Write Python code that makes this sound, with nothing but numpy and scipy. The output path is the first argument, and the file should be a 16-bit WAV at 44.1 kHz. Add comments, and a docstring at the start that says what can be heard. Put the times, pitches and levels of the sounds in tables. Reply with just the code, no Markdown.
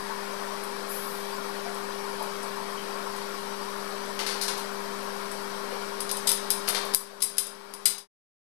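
"""A hex key clicks sharply on bolts and tube as a steel shelf frame is put together in a small tiled room.
Each click is a noise crack with ringing steel and rattling wire mesh; jerky noise makes the feet scuff the tiles.
Soft bumps are noise pushes into one resonance each, and a sleeve is a short swell of hiss.
A fan (filtered noise and sines) hums behind; all of this is on the left, with only electronic hiss on the right.
A loud enough sound turns the level down for good, and at the end everything fades out."""
import sys
import numpy as np
from scipy import signal
from scipy.fft import rfft, irfft, next_fast_len
from scipy.io import wavfile
from scipy.ndimage import uniform_filter1d

SR = 44100
rng = np.random.default_rng(int(sys.argv[2]) if len(sys.argv) > 2 else 0)


def generate_wav(sig):
    """Save sig (samples, or channels by samples) to the path in sys.argv[1] as 16-bit PCM at SR."""
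    pcm = np.round(np.clip(np.atleast_2d(sig).T, -1, 1) * 32767).astype(np.int16)
    wavfile.write(sys.argv[1], SR, pcm)


N = 377055  # length in samples


def amp(db):
    """Turns decibels into a gain."""
    return 10 ** (np.asarray(db) / 20)


def unit(x):
    """Scales a sound to an rms of 1."""
    return x / np.sqrt(np.mean(x ** 2) + 1e-20)


def blow(x):
    """Scales a short sound to the energy of 10 ms at an rms of 1."""
    return x * np.sqrt(SR * .01 / (np.sum(x ** 2) + 1e-20))


def read(points, hz):
    """Reads a table of (Hz, value) between its points, on a log-frequency axis."""
    f, value = np.transpose(points)
    return np.interp(np.log(hz + 1), np.log(f), value)


def add(mix, start_s, sound):
    """Adds a sound to the mix at a time in seconds, cut off where the mix ends."""
    part = mix[round(start_s * SR):][:len(sound)]
    part += sound[:len(part)]


def colour(x, points, tilt_db=0, peaks=()):
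    """Filters by a spectrum, tilted by some dB per octave and lifted at peaks (Hz, width Hz, dB)."""
    size = next_fast_len(2 * len(x))
    hz = np.fft.rfftfreq(size, 1 / SR)
    lift_db = sum(db / (1 + (2 * (hz - f) / width) ** 2) for f, width, db in peaks)
    slope_db = tilt_db * np.log2(np.maximum(hz, 400))
    gain = amp(read(points, hz) + slope_db + lift_db)
    return irfft(rfft(x, size) * gain, size)[:len(x)]


def drift(rate_hz, count=24):
    """A slow random curve of rms 1: a sum of sines up to rate_hz, the slower ones stronger."""
    t = np.linspace(0, N / SR, N // 64)
    speeds = np.geomspace(rate_hz / 10, rate_hz, count)
    slow = sum(np.sin(2 * np.pi * (f * t + rng.random())) / np.sqrt(f) for f in speeds)
    return np.interp(np.arange(N) / SR, t, unit(slow))


# A slower contact pushes the tube more: the clank lies CLANK_DB from the tick at USUAL_CONTACT_S.
CLANK_DB, CLANK_DB_PER_DOUBLING, USUAL_CONTACT_S = -7.2, 1.9, .003
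# A touch lighter than GRAZE_DB hardly moves the tube, so its clank changes by GRAZE_CLANK_DB.
GRAZE_DB, GRAZE_CLANK_DB = -35, -9
# Skid before a click: its tick is SKID_DB plus a share of the click's dB, so it is firmer before a hard one.
SKID_DB, SKID_FOLLOWS, SKID_CLANK_DB, SKID_CONTACT_SHARE = -28.5, .3, -32.5, .55
# The key touching bolt and tube. Each row: start in seconds, tick level in dB, contact (decay) time in
# seconds, frequency in Hz where the tick is lifted, how many seconds earlier a skid starts (0 for no skid).
KEY_CLICKS = [(.636, -40.5, .005, 11500, 0), (1.745, -44, .004, 7900, 0), (2.225, -40, 0.0097, 12000, 0),
              (2.429, -42.5, .005, 8100, 0), (3.164, -44, .003, 9440, 0), (5.315, -38, 0.0017, 8100, 0),
              (6.004, -29.5, .0033, 10060, 0), (6.1132, -26.5, .002, 9400, .0205),
              (6.169, -33.5, .006, 8800, 0), (6.2715, -21, .016, 8600, 0),
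              (6.2905, -21.5, .009, 8400, 0.00029), (6.317, -21.5, .0005, 10900, 0.00027),
              (6.504, -19.5, 0.0027, 9760, 0.00011), (6.6877, -23, .0007, 10800, 0.012),
              (6.852, -39.5, 0.0019, 10500, 0), (6.947, -12, .0009, 12250, 0.01),
              (7.2205, -15.5, .0044, 10000, .016), (7.2256, -9, 0.00074, 10100, 0),
              (7.382, -9, .0024, 9380, .0131), (7.468, -26.5, 0.0019, 10400, 0),
              (7.738, -28, .0013, 10200, 0.00022), (7.856, -4.2, .0052, 8900, 0.00074),
              (7.98, -24, .03, 9380, 0)]


def contacts(skid_hz=9800):
    """Before it seats, the key may skid over the bolt head; gives (s, tick dB, clank dB, contact s, lift Hz)."""
    for start_s, tick_db, contact_s, lift_hz, skid_s in KEY_CLICKS:
        if skid_s > 0:
            skid_db = SKID_DB + SKID_FOLLOWS * tick_db
            yield start_s - skid_s, skid_db, SKID_CLANK_DB, SKID_CONTACT_SHARE * skid_s, skid_hz
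        push_db = CLANK_DB + CLANK_DB_PER_DOUBLING * np.log2(contact_s / USUAL_CONTACT_S)
        graze_db = GRAZE_CLANK_DB * (tick_db < GRAZE_DB)
        yield start_s, tick_db, tick_db + push_db + graze_db, contact_s, lift_hz


# Ringing tones of key and frame. Each row: frequency in Hz, level in dB, time to fall by 60 dB in seconds.
STEEL_TONES = [(1658, -1, .3), (2295, -2, .28), (3170, -1, .25), (3415, -1, .25), (3820, 3, .3),
               (3960, -1, .25), (4780, -3, .28), (4838, -3, .28), (5043, 1, .3), (5146, 0, .28),
               (5820, 5, .3), (6440, 4, .3), (7930, 2, .22), (8055, 1, .24), (8435, 6, .25), (8685, 1, .22),
               (8780, -1, .22), (9278, 0, .25), (9435, 1, .25), (9915, 0, .22), (10355, -3, .22),
               (10730, -2, .24), (11690, -1, .18), (12985, 1, .18)]
# Tone colour of the sharp tick. Each row: frequency in Hz, relative level in dB per Hz.
TICK_SPECTRUM = [(500, -46.5), (4000, -25), (7300, -15), (8200, -7), (9000, -7), (10300, 0), (11200, -7.5),
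                 (12100, -5), (13300, -19.5), (14500, -24), (15600, -28)]
# Tone colour of the deeper clank of the tube. Each row: frequency in Hz, relative level in dB per Hz.
CLANK_SPECTRUM = [(100, -40.5), (400, -28.5), (1200, -18.5), (2400, -11), (3500, -6), (3900, -1.5),
                  (4450, -9), (4900, 4.5), (5500, -5.5), (6600, -6), (8000, -28.5), (15000, -42.5)]


def key(ring_db=-6, clank_ring_db=-6, mesh_db=1.0, mesh_t60_s=.12, lift_db=5, lift_width_hz=1500,
        uneven_db=2, rise_s=0.00042, rattle_db=2.5):
    """Each contact is a short crack that rings the steel and rattles the wire-mesh shelves."""
    out, t = np.zeros(N), np.arange(SR // 3) / SR
    hz, tone_db, t60_s = np.transpose(STEEL_TONES)
    fall = np.exp(-np.log(1000) * t / t60_s[:, None])
    tones = amp(tone_db[:, None]) * fall * np.sin(2 * np.pi * hz[:, None] * t)
    for start_s, tick_db, clank_db, contact_s, lift_hz in contacts():
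        lift = [(lift_hz, lift_width_hz, lift_db)]  # the grip and the spot struck colour each tick
        layers = (TICK_SPECTRUM, tick_db, ring_db), (CLANK_SPECTRUM, clank_db, clank_ring_db)
        for spectrum, db, rung_db in layers:
            press = (1 - np.exp(-t / rise_s)) * np.exp(-t / contact_s)
            crack = rng.standard_normal(len(t)) * press
            # every contact wakes the tones by different amounts
            shares = rng.choice([-1, 1], len(hz)) * amp(uneven_db * rng.standard_normal(len(hz)))
            ring = shares @ tones
            # countless short-lived wire tones sound like fading noise; loose wires chatter
            mesh = rng.standard_normal(len(t)) * amp(-60 * t / mesh_t60_s)
            chatter = unit(uniform_filter1d(rng.standard_normal(len(t)), size=150))
            mesh = mesh * amp(rattle_db * chatter)
            for part, part_db in (crack, 0), (ring, rung_db), (mesh, mesh_db):
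                add(out, start_s, amp(db + part_db) * blow(colour(part, spectrum, peaks=lift)))
    return out


# The frame's feet scuffing the tiles. Each row: start in seconds, level in dB, slide (decay) time in
# seconds, brightness tilt in dB per octave.
FOOT_SCUFFS = [(4.191, -25, .026, -2.5), (4.264, -23, 0.051, -.7), (4.413, -23, 0.027, 2.5),
               (4.481, -24.5, .011, -.5), (4.576, -34, .033, 5.5), (5.715, -34.5, 0.027, -7.5),
               (6.68, -24, .013, -3), (6.747, -22, .018, -1)]
# Tone colour of a scuff. Each row: frequency in Hz, relative level in dB per Hz.
SCUFF_SPECTRUM = [(100, -47.5), (400, -2), (1200, 3.5), (2500, 3.5), (3400, 2.5), (4400, 9), (6000, 3.5),
                  (7400, -1.5), (10500, 4), (13000, -8), (16000, -29.5)]


def scuffs(slips_per_s=1200, smooth_share=0.3, break_db=5, break_s=0.0063):
    """The feet break loose with a jerk, then stick and slip in a quickly dying run of tiny jolts."""
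    out, t = np.zeros(N), np.arange(SR // 2) / SR
    for start_s, db, slide_s, tilt_db in FOOT_SCUFFS:
        slips = rng.random(len(t)) < slips_per_s / SR
        jolts = rng.standard_normal(len(t)) * (smooth_share + slips)
        jerk = amp(break_db * np.exp(-t / break_s))
        force = np.exp(-t / slide_s) * jerk
        add(out, start_s, amp(db) * blow(colour(jolts * force, SCUFF_SPECTRUM, tilt_db)))
    return out


BUMP_WIDTH_HZ, BUMP_S = 170, .036  # width of each resonance, length of each push
SLEEVE_AT_S, SLEEVE_DB, SLEEVE_RISE_S, SLEEVE_FALL_DB_PER_S = 0.88, -33.5, 0.027, 42
# Soft bumps and small squeaks of someone moving about. Each row: start in seconds, level in dB,
# resonance in Hz.
BODY_BUMPS = [(.091, -29, 1000), (1.65, -32, 675), (2.194, -26.5, 945), (2.194, -32, 600),
              (2.426, -33, 1040), (2.56, -29.5, 970), (2.766, -39, 3090), (3.049, -30, 1000),
              (4.776, -34.5, 1030), (5.708, -32.5, 522.5)]
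# Tone colour of the sleeve. Each row: frequency in Hz, relative level in dB per Hz.
CLOTH_SPECTRUM = [(1000, -37), (7000, -8), (9000, -4), (11000, 8.5), (13000, 1.5), (15000, -6.5),
                  (16000, -24)]


def movements():
    """Soft pushes into one resonance each, and the hiss of a sleeve that swells quickly and dies away."""
    out, t = np.zeros(N), np.arange(SR // 4) / SR
    for start_s, db, hz in BODY_BUMPS:
        push = rng.standard_normal(len(t)) * np.sin(np.pi * np.minimum(t / BUMP_S, 1))
        body = t * np.exp(-np.pi * BUMP_WIDTH_HZ * t) * np.sin(2 * np.pi * hz * t)
        add(out, start_s, amp(db) * blow(signal.fftconvolve(push, body)[:len(t)]))
    since_s = np.maximum(np.arange(N) / SR - SLEEVE_AT_S, 0)
    swell = np.minimum(since_s / SLEEVE_RISE_S, 1)
    brush = swell * amp(SLEEVE_DB - SLEEVE_FALL_DB_PER_S * since_s)
    return out + brush * unit(colour(rng.standard_normal(N), CLOTH_SPECTRUM))


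def room(x, low_t60_s=0.38, high_t60_s=0.21, first_s=.003):
    """Reflections from tiles and walls grow denser as they fade; the treble dies first."""
    t = np.arange(SR * 3 // 4) / SR
    present = (rng.random(len(t)) < .1 + 4 * t) * (t > first_s)
    taps = rng.standard_normal(len(t)) * present
    hz, at_s, bands = signal.stft(taps, SR, nperseg=256)
    t60_s = read([(3500, low_t60_s), (11000, high_t60_s)], hz)[:, None]
    tail = signal.istft(bands * amp(-60 * at_s / t60_s), SR, nperseg=256)[1]
    return signal.fftconvolve(x, tail / np.linalg.norm(tail))[:N]


MAINS_HZ = 50.1
# Tone colour of the fan's rush of air. Each row: frequency in Hz, relative level in dB per Hz.
AIR_SPECTRUM = [(30, -26.5), (80, -24), (98, -20.5), (155, -19), (200, -12), (330, -11.5), (520, -4.5),
                (780, -5), (1000, -2), (1500, -6.5), (2100, -13), (3300, -15.5), (4800, -13.5),
                (7200, -23.5), (11200, -19.5), (15500, -36.5)]
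# Resonances in the rush. Each row: frequency in Hz, width in Hz, lift in dB (a dip if negative).
AIR_RESONANCES = [(175, 20, 5), (250, 16, 5), (592, 36, 5), (622, 16, -6), (945, 20, 3.5), (1012, 24, 3),
                  (1085, 60, 6), (1395, 80, 3), (1740, 160, 2.5), (2310, 70, 4), (2680, 90, -4),
                  (3450, 90, -4), (7920, 200, 4)]
# Hum of the fan motor. Each row: multiple of the mains frequency, level in dB.
MOTOR_HUM = [(4, -43), (8, -37.5), (10, -52)]


def fan(air_db=-33.0, patchy_db=1.5, flutter_db=0.5, standing_db=3.0, waver_db=-0.47):
    """A rush of air that flutters most around 1 kHz, over a wavering motor hum."""
    frames, hz = N // 256 + 5, np.fft.rfftfreq(1024, 1 / SR)
    re, im, patches, gusts = rng.standard_normal((4, frames, len(hz)))
    # smoothing over time (axis 0) and frequency (axis 1) makes slow, broad level changes
    patches = unit(uniform_filter1d(uniform_filter1d(patches, size=7, axis=0), size=4, axis=1))
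    gusts = unit(uniform_filter1d(uniform_filter1d(gusts, size=5, axis=0), size=20, axis=1))
    level_db = patchy_db * patches + flutter_db * gusts / (1 + ((hz - 1000) / 600) ** 2)
    noise = (re + 1j * im) * amp(level_db)
    air = signal.istft(noise.T, nperseg=1024, noverlap=768)[1][:N]
    # standing waves ripple the spectrum, less so in the bass
    grid_hz = np.arange(30, SR / 2, 16)
    waves = rng.standard_normal(len(grid_hz)) * np.minimum(grid_hz / 2500, 1)
    ripple = np.transpose([grid_hz, read(AIR_SPECTRUM, grid_hz) + standing_db * waves])
    rush = amp(air_db) * unit(colour(air, ripple, peaks=AIR_RESONANCES))
    turns = MAINS_HZ * np.arange(N) / SR
    hum = np.zeros(N)
    for multiple, db in MOTOR_HUM:
        tone = np.sin(2 * np.pi * (round(multiple) * turns + rng.random()))
        hum += amp(db + waver_db * drift(1.5)) * tone
    return rush + np.sqrt(2) * hum  # sqrt(2) gives a sine an rms of 1


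# Tone colour of the electronic hiss. Each row: frequency in Hz, relative level in dB per Hz.
HISS_SPECTRUM = [(30, 2.5), (100, -7.5), (250, -2), (1000, -4), (2200, -8.5), (5200, -7), (6800, -17),
                 (10000, -21), (14300, -24.5), (15600, -36)]


def electronic_hiss(hiss_db=-51.5):
    """Random electrical noise, heard as a faint steady hiss."""
    return amp(hiss_db) * unit(colour(rng.standard_normal(N), HISS_SPECTRUM))


def scene(key_room_db=-5.5, scuff_room_db=2, move_room_db=-4):
    """Everything reaches the left channel; the right holds only electronic hiss."""
    clicks, feet, moves = key(), scuffs(), movements()
    sent = amp(key_room_db) * clicks + amp(scuff_room_db) * feet + amp(move_room_db) * moves
    left = clicks + feet + moves + room(sent) + fan()
    return np.array([left, electronic_hiss()])


TRIP_DB, CEILING, EDGE_HZ = -10, .72, 15250  # overload level, soft-clip limit, top of the band
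# The closing fade: its start in seconds, then its end in seconds.
FADE_TIMES = (7.92, 8.075)


def record(dry, step_db=-10.5, offset=.0044, settle_s=.06):
    """An overload steps the gain down for good; then soft clip, fade and band limit."""
    power = signal.lfilter(np.ones(220) / 220, 1, dry[0] ** 2)  # mean over 5 ms
    tripped = np.maximum.accumulate(power > amp(TRIP_DB) ** 2)  # once on, stays on
    lowered = signal.lfilter(np.ones(110) / 110, 1, tripped)  # steps over 2.5 ms
    settled = 1 - np.exp(-np.cumsum(tripped) / (SR * settle_s))
    # a constant offset, there from the start, sinks more slowly than the gain
    stepped = dry * amp(step_db * lowered) + offset * amp(step_db * settled)
    held = CEILING * np.tanh(stepped / CEILING)
    faded = held * np.interp(np.arange(N) / SR, FADE_TIMES, [1, 0])
    lowpass = signal.firwin(255, EDGE_HZ, window=("kaiser", 8), fs=SR)
    return signal.oaconvolve(faded, lowpass[None], "same")


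dry = scene()
out = record(dry)
generate_wav(out)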